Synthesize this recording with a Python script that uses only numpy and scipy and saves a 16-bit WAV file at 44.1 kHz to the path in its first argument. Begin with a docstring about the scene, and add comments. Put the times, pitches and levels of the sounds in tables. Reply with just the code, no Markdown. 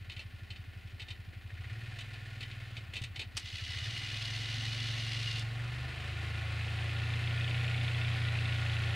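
"""A single-cylinder all-terrain vehicle with a snow plow works some way off in a snowy yard edged by trees.
Each firing excites the cavity resonances of airbox and exhaust, a boom, while valve impacts ring the
casing. It idles and shunts as gear lever and plow mount clack; a winch clicks in and raises the blade
with a whine of meshing gears. Under load the engine picks up and comes closer, growing louder.
Two walls reflect the sound and the trees scatter it, over a faint steady hiss."""
import sys
import numpy as np
from scipy import signal
from scipy.fft import rfft, irfft
from scipy.io import wavfile
from scipy.ndimage import uniform_filter1d

SR = 44100
rng = np.random.default_rng(int(sys.argv[2]) if len(sys.argv) > 2 else 0)


def waveform_to_disk(signal):
    """Save audio, clipped to [-1, 1], as 16-bit WAV at the path in sys.argv[1]."""
    frames = np.transpose(np.atleast_2d(signal))
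    scaled = np.clip(frames, -1, 1) * 32767
    samples = np.round(scaled).astype(np.int16)
    wavfile.write(sys.argv[1], SR, samples)


N = 394694
TIME = np.arange(N) / SR

# engine speed: (time [s], firing rate [Hz])
FIRING = [(0.0, 11.8), (1.45, 11.61), (1.73, 17.92), (1.97, 20.69), (2.53, 19.94), (2.73, 19.64),
          (3.04, 13.19), (3.53, 10.41), (3.93, 19.44), (4.2, 21.47), (4.82, 22.57), (5.42, 22.37),
          (6.13, 26.64), (7.26, 29.31), (7.6, 29.97), (8.07, 29.61), (8.95, 28.59)]
# spectrum of a sharp metal snap: (frequency [Hz], level [dB])
SNAP = [(300, -22), (700, -22), (1400, -15.5), (1800, -7), (3200, -3), (6000, -10.5), (9000, -16.5),
        (16000, -42)]

IDLE_HZ, FULL_HZ = 11.8, 30  # firing rates
DRIVE_S = 2.65  # the machine drives off
THROTTLE_DB = 0.0812  # lift of boom and clatter per Hz/s of engine acceleration


def boom(cycles, lead_s=0.02092):
    """Cavity resonance: firing pulses drive airbox, muffler and pipe; hotter gas raises the muffler note."""
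    # spectrum of a firing pulse: (frequency [Hz], level [dB])
    pulse_spectrum = [(15, 12), (29, -10.5), (44, -3), (60, -12), (80, 12), (105, 11.5), (132, 3.5),
                      (165, -9.5), (240, -40), (400, -31)]
    # swell as harmonics cross the resonances: (firing rate [Hz], airbox level [dB], muffler level [dB])
    cavity_levels = [(11.6, -48, -50.5), (16.2, -43.5, -47.5), (18.2, -48, -41), (20.65, -55, -44),
                     (22.4, -45, -38.5), (24.7, -40, -39.5), (25.5, -46, -43.5), (27, -42, -40),
                     (30.2, -39, -36.5)]
    speed = curve(FIRING)
    thump = colour(strokes(cycles + lead_s * speed, spread_db=1), pulse_spectrum)
    speeds, *levels = np.transpose(cavity_levels)
    airbox_db, muffler_db = (np.interp(speed, speeds, db) + THROTTLE_DB * throttle() for db in levels)
    muffler_hz = np.interp(speed, [12, 21, 30], [100, 112, 117])
    pipe_db = -54 + 0.15 * (muffler_db - muffler_db.max())
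    # (frequency [Hz], bandwidth [Hz], level [dB])
    cavities = [(84, 30, airbox_db), (muffler_hz, 34, muffler_db), (46, 18, pipe_db), (178, 35, -63.5)]
    return sum(amp(db) * steadied(resonate(resonate(thump, hz, width), hz, width))
               for hz, width, db in cavities)


def clatter(cycles, t60=0.083, looseness=0.54, gas_rush=0.93):
    """Impact excitation: valve and piston ticks ring the casing; loose play and gas rush add noise."""
    # valve and piston impacts: (phase [cycles], level [dB])
    impacts = [(0.01, -0.5), (0.17, -3), (0.44, -1), (0.54, -1.5), (0.7, -4.5)]
    # spectra of the gruff midrange and the bright metal: (frequency [Hz], level [dB])
    gruff_spectrum = [(70, -23), (170, 5), (300, 2), (450, -2.5), (750, -6), (900, -6.5), (1250, 0),
                      (1700, -13), (4000, -34.5)]
    metal_spectrum = [(700, -26), (1300, -21), (1800, 2), (2500, 1.5), (3100, -3.5), (4400, -8.5),
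                      (5800, -20), (8000, -22.5), (10000, -24), (13000, -33), (16000, -64.5)]
    # casing resonances: (frequency [Hz], bandwidth [Hz], gain [dB])
    casing_modes = [(579, 21, 7), (741, 160, 11.5), (1070, 86, 5.5), (1426, 180, 11), (1760, 63, 3),
                    (2370, 31, 4.5), (2304, 68, -6.5), (2760, 38, -3.5), (3430, 130, -2.5)]
    ticks, play = np.zeros(N), np.zeros(N)
    for phase, db in impacts:
        hits = amp(db) * strokes(cycles - phase, spread_db=2)
        ticks += signal.oaconvolve(hits, ring(t60))[:N]
        play += signal.oaconvolve(hits, amp(-60 * TIME[:SR // 10] / t60))[:N]
    force = evened(ticks) + (looseness * evened(play) + gas_rush) * rng.standard_normal(N)
    octaves = np.log2(curve(FIRING) / IDLE_HZ)
    opening = np.maximum(throttle(), 0)
    gruff = colour(force, gruff_spectrum, casing_modes)
    gruff_db = -66 + 7 * octaves + 3 * load() + 0.06 * opening
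    metal = colour(force, metal_spectrum, casing_modes)
    # at low speed the casing's lower modes chug once a cycle; with speed the chugs run together
    chug_db = np.interp(curve(FIRING), [17, 26], [1, 0]) + 0.34 * opening
    chug = amp(chug_db * np.cos(2 * np.pi * (cycles - .65)))
    metal += (chug - 1) * resonate(metal, hz=1750, width=360)
    metal_db = -59 + 8 * octaves + THROTTLE_DB * throttle()
    return amp(gruff_db) * steadied(gruff) + amp(metal_db) * steadied(metal)


def knock(cycles, phase=.905, t60=0.03, full_speed_db=-49.5, fall_db_per_hz=2.5):
    """Impulse response: combustion raps the cylinder once a cycle, nearly the same way each time."""
    # cylinder response: (frequency [Hz], level [dB])
    spectrum = [(900, -51), (2000, -3.5), (2700, 2.0), (3700, -3), (5500, -37), (12000, -62)]
    hits = strokes(cycles - phase, spread_db=0.8)
    play = signal.oaconvolve(hits, amp(-60 * TIME[:SR // 10] / t60))[:N] * rng.standard_normal(N)
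    blows = signal.oaconvolve(hits, ring(t60))[:N] + play
    rap = colour(blows, spectrum, modes=[(2287, 36, 9)])
    return amp(full_speed_db - fall_db_per_hz * (FULL_HZ - curve(FIRING))) * steadied(rap)


def overtones(cycles, waver_db=3.0):
    """Harmonics of a periodic source: under load a few high engine orders stand out, growing with speed."""
    # engine orders: (frequency [multiples of the firing rate])
    orders = [16, 20, 26]
    # strength of each order: (level [dB])
    levels = [-73.5, -68.5, -70.5]
    tones = sum(amp(db + waver_db * wander(6)) * np.sin(2 * np.pi * order * cycles)
                for order, db in zip(orders, levels))
    return load() * (curve(FIRING) / FULL_HZ) ** 4 * tones


def throttle():
    """Engine acceleration: the smoothed slope of the firing rate, in Hz/s."""
    return uniform_filter1d(np.gradient(curve(FIRING)) * SR, size=6000)


def load(rise_s=2):
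    """Engine load, 0-1: a linear ramp as the machine drives off."""
    return np.clip((TIME - DRIVE_S) / rise_s, 0, 1)


def winch(on_s=3.335, off_s=5.395, rise_s=0.14, fall_s=0.035, squeak_s=5.278, level_db=-44.5):
    """Amplitude modulation: planet gears grind and whine, pulsing as motor and carrier turn."""
    # tooth meshing: (time [s], frequency [Hz])
    mesh = [(3.38, 2890), (3.7, 2920), (4.3, 2883), (4.9, 2898), (5.44, 2813)]
    # spectrum of the grinding: (frequency [Hz], level [dB])
    gear_spectrum = [(400, -35), (1400, -6.5), (2000, 2), (3000, 6.5), (4300, 5.5), (5500, -3.5),
                     (6200, -6.5), (7200, -12), (9500, -16.5), (12500, -29), (16000, -40)]
    # housing resonances: (frequency [Hz], bandwidth [Hz], gain [dB])
    housing_modes = [(2034, 89, 9.7), (2370, 41, 0.69), (3520, 31, 3.6), (3700, 29, 1.3), (5090, 110, 3.7),
                     (6050, 60, 6.9)]
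    since_on, since_off = np.maximum(TIME - on_s, 0), np.maximum(TIME - off_s, 0)
    running = (1 - np.exp(-since_on / rise_s)) * np.exp(-since_off / fall_s)
    mesh_cycles = np.cumsum(curve(mesh)) / SR
    motor, carrier = (np.cos(2 * np.pi * mesh_cycles / teeth_per_turn) for teeth_per_turn in (39.7, 68))
    friction = rng.standard_normal(N) * amp(2 * (wander(93) + motor))
    grind = evened(colour(friction, gear_spectrum, housing_modes))
    slip = np.cumsum(curve(mesh) * .0125 * wander(160)) / SR
    whine = evened(np.sin(2 * np.pi * (mesh_cycles + slip)) * (1 + .4 * motor + .9 * carrier))
    whine *= amp(-7 + 2 * wander(35))
    # the gears squeak once as the blade nears the top
    squeak = amp(9) * np.exp(-((TIME - squeak_s) / 0.0055) ** 2) * np.sin(2 * np.pi * mesh_cycles)
    # the winch motor hums, swelling in as the blade rises
    hum_swell = np.interp(TIME, [3.9, 4.6], [0, 1])
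    hum = amp(-21) * hum_swell * evened(resonate(rng.standard_normal(N), hz=247.2, width=8))
    return running * amp(level_db) * (grind + whine + squeak + hum)


def clacks(rebound_s=0.02, rise_s=0.0019, t60=0.089):
    """Inelastic collision: steel parts strike, rebound and chatter; hard blows add a short bright crack."""
    # blows of lever and plow mount: (time [s], level [dB], relative rebound [dB], hardness [dB])
    blows = [(0.096, -39.5, -2, -6), (0.1635, -41, -18, -8), (0.192, -38, -18, 8), (0.503, -40, -27, -14),
             (0.559, -47, -20, -12), (0.872, -49.5, -24, 0), (0.996, -38, -4.5, -12), (1.083, -40, 1.5, -6),
             (1.9858, -41, -2.5, 25), (2.1354, -45, -20, 0), (2.4057, -37, -2.5, 5),
             (2.5106, -42.5, -25, -7), (2.766, -38.5, -42, -4), (2.935, -36.5, -2, 15),
             (2.965, -37.5, -17, 17), (3.016, -44, 5, 28), (3.158, -36, -30, 0), (3.1927, -32, -5, 7)]
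    # spectrum of the mount: (frequency [Hz], level [dB])
    spectrum = [(300, -3.5), (1500, -12), (2300, 5), (3100, 1), (4300, 4.5), (5600, -10.5), (9000, -20),
                (12000, -27), (16000, -41)]
    # its resonances: (frequency [Hz], bandwidth [Hz], gain [dB])
    modes = [(1965, 80, 10), (2240, 53, 1.8), (2630, 570, 7.2), (3040, 78, 15.4), (3694, 125, 10.8),
             (4110, 17, 2.7), (8030, 190, 10)]
    body, bright = np.zeros(N), np.zeros(N)
    for strike_s, strike_db, rebound_db, hard_db in blows:
        for when, db in ((strike_s, strike_db), (strike_s + rebound_s, strike_db + rebound_db)):
            start = round(when * SR)
            age = TIME[:min(SR // 3, N - start)]
            fade = amp(-60 * age / t60) * (1 - np.exp(-age / rise_s))
            body[start:start + len(age)] += amp(db) * fade
            bright[start:start + len(age)] += amp(db + hard_db) * fade ** 2
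    chatter = rng.standard_normal(N) * amp(0.5 * wander(510))
    ringing = colour(chatter * body, spectrum, modes) / np.std(colour(chatter, spectrum, modes))
    crack = bright * evened(colour(chatter, SNAP))
    return amp(-1) * ringing + amp(-27) * crack


def contactor(t60=0.036):
    """Broadband transients: the winch's contactor snaps shut, bounces and later drops out."""
    # contact impacts: (time [s], level [dB])
    impacts = [(3.3688, -31.5), (3.375, -31), (3.396, -44), (5.394, -41)]
    envelope = sum((TIME >= when) * amp(db - 60 * abs(TIME - when) / t60) for when, db in impacts)
    return envelope * evened(colour(rng.standard_normal(N), SNAP))


def gear_thump(engage_s=3.014, hz=118, level_db=-35, t60=0.34):
    """Damped oscillation: the drive line takes up its slack with one dull thump as the gear goes in."""
    age = np.maximum(TIME - engage_s, 0)
    return amp(level_db - 60 * age / t60) * np.sin(2 * np.pi * hz * age)


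def approach(start_m=21.4, speed_m_per_s=1.63):
    """Spherical spreading: pressure grows as 1 / distance while the machine drives nearer."""
    return start_m / (start_m - speed_m_per_s * np.maximum(TIME - DRIVE_S, 0))


def yard(x, wall_delays_s=(.00908, .0253), scatter_db=-13, t60=0.16):
    """Reflection and scattering: two walls return all but the bass; trees give each ear its own tail."""
    # response of the trees: (frequency [Hz], gain [dB])
    tree_spectrum = [(60, -18), (250, -9), (1000, 4), (2200, 0), (4500, -5), (8000, -83), (12000, -26)]
    age = TIME[:SR // 2]
    scatter = rng.standard_normal((2, len(age))) * amp(-60 * age / t60)
    scatter *= amp(scatter_db) / np.linalg.norm(scatter, axis=1, keepdims=True)
    tail = signal.oaconvolve(colour(x, tree_spectrum)[None], scatter, axes=1)[:, :N]
    reflected = signal.sosfilt(signal.butter(2, 260, "high", fs=SR, output="sos"), x)
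    near, far = (np.pad(reflected, (round(delay * SR), 0))[:N] for delay in wall_delays_s)
    return x + amp(-11) * near + amp(-19) * far + tail


def air(level_db=-62.5):
    """Uncorrelated noise: a faint low rush and high hiss, independent at each ear."""
    # background spectrum: (frequency [Hz], level [dB])
    spectrum = [(20, 21.5), (100, 32.5), (200, 30), (400, 23.5), (1000, -5), (6000, -38), (9000, 2),
                (16000, 5)]
    return amp(level_db) * np.array([evened(colour(rng.standard_normal(N), spectrum)) for _ in range(2)])


def strokes(cycles, spread_db):
    """Impulse train: one impulse a cycle, each of slightly different strength."""
    at = np.flatnonzero(np.diff(np.floor(cycles), prepend=-1) > 0)
    impulses = np.zeros(N)
    impulses[at] = amp(spread_db * rng.standard_normal(len(at)))
    return impulses


def ring(t60, size=4096):
    """Modal overlap: dense metal modes act as a burst of decaying noise."""
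    return rng.standard_normal(size) * amp(-60 * TIME[:size] / t60)


def resonate(x, hz, width):
    """Resonance of unit gain, its centre hz fixed or gliding."""
    phasor = np.exp(2j * np.pi * np.cumsum(hz * np.ones(N)) / SR)
    pole = np.exp(-np.pi * width / SR)
    return 2 * (phasor * signal.lfilter([1 - pole], [1, -pole], x / phasor + 1e-18)).real


def colour(x, spectrum, modes=(), size=16384):
    """Minimum-phase filter: a broad spectrum with resonance peaks and dips on it."""
    hz = np.fft.rfftfreq(size, 1 / SR)
    points, db = np.transpose(spectrum)
    db = np.interp(np.log(hz + 1), np.log(points), db)
    for centre, width, lift in modes:
        db = db + lift / (1 + (2 * (hz - centre) / width) ** 2)
    cepstrum = irfft(np.log(amp(db)))[:size // 2]
    cepstrum[1:] *= 2
    response = irfft(np.exp(rfft(cepstrum, size)))[:size // 2]
    return signal.oaconvolve(x, response)[:N]


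def wander(rate_hz):
    """Random fluctuation: low-passed noise of rms 1."""
    hz = np.fft.rfftfreq(N, 1 / SR)
    return evened(irfft(rfft(rng.standard_normal(N)) / (1 + (hz / rate_hz) ** 4), N))


def curve(rows):
    """Linear interpolation of (time, value) rows at every sample."""
    return np.interp(TIME, *np.transpose(rows))


def steadied(x):
    """Running normalisation: holds the rms at 1 over spans of several firings."""
    power = uniform_filter1d(uniform_filter1d(x ** 2, size=7500), size=7500)
    return x / np.sqrt(abs(power) + 1e-20)


def evened(x):
    """Normalisation to rms 1."""
    return x / np.sqrt(np.mean(x ** 2) + 1e-20)


def amp(db):
    """Decibels to amplitude ratio."""
    return 10 ** (np.asarray(db) / 20)


def scene():
    """Superposition: the machine's sources add, approach through the yard and join the background."""
    cycles = np.cumsum(curve(FIRING)) / SR - .08
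    engine = boom(cycles) + clatter(cycles) + knock(cycles) + overtones(cycles)
    machine = engine + winch() + clacks() + contactor() + gear_thump()
    balance = amp([[.15], [-.15]])
    return yard(machine * approach()) * balance + air()


def record(dry, cutoff_hz=15750):
    """Band limiting: a steep low-pass removes the highest treble."""
    lowpass = signal.firwin(511, cutoff_hz, window=("kaiser", 9), fs=SR)
    return signal.oaconvolve(dry, lowpass[None], "same")


dry = scene()
out = record(dry)
waveform_to_disk(out)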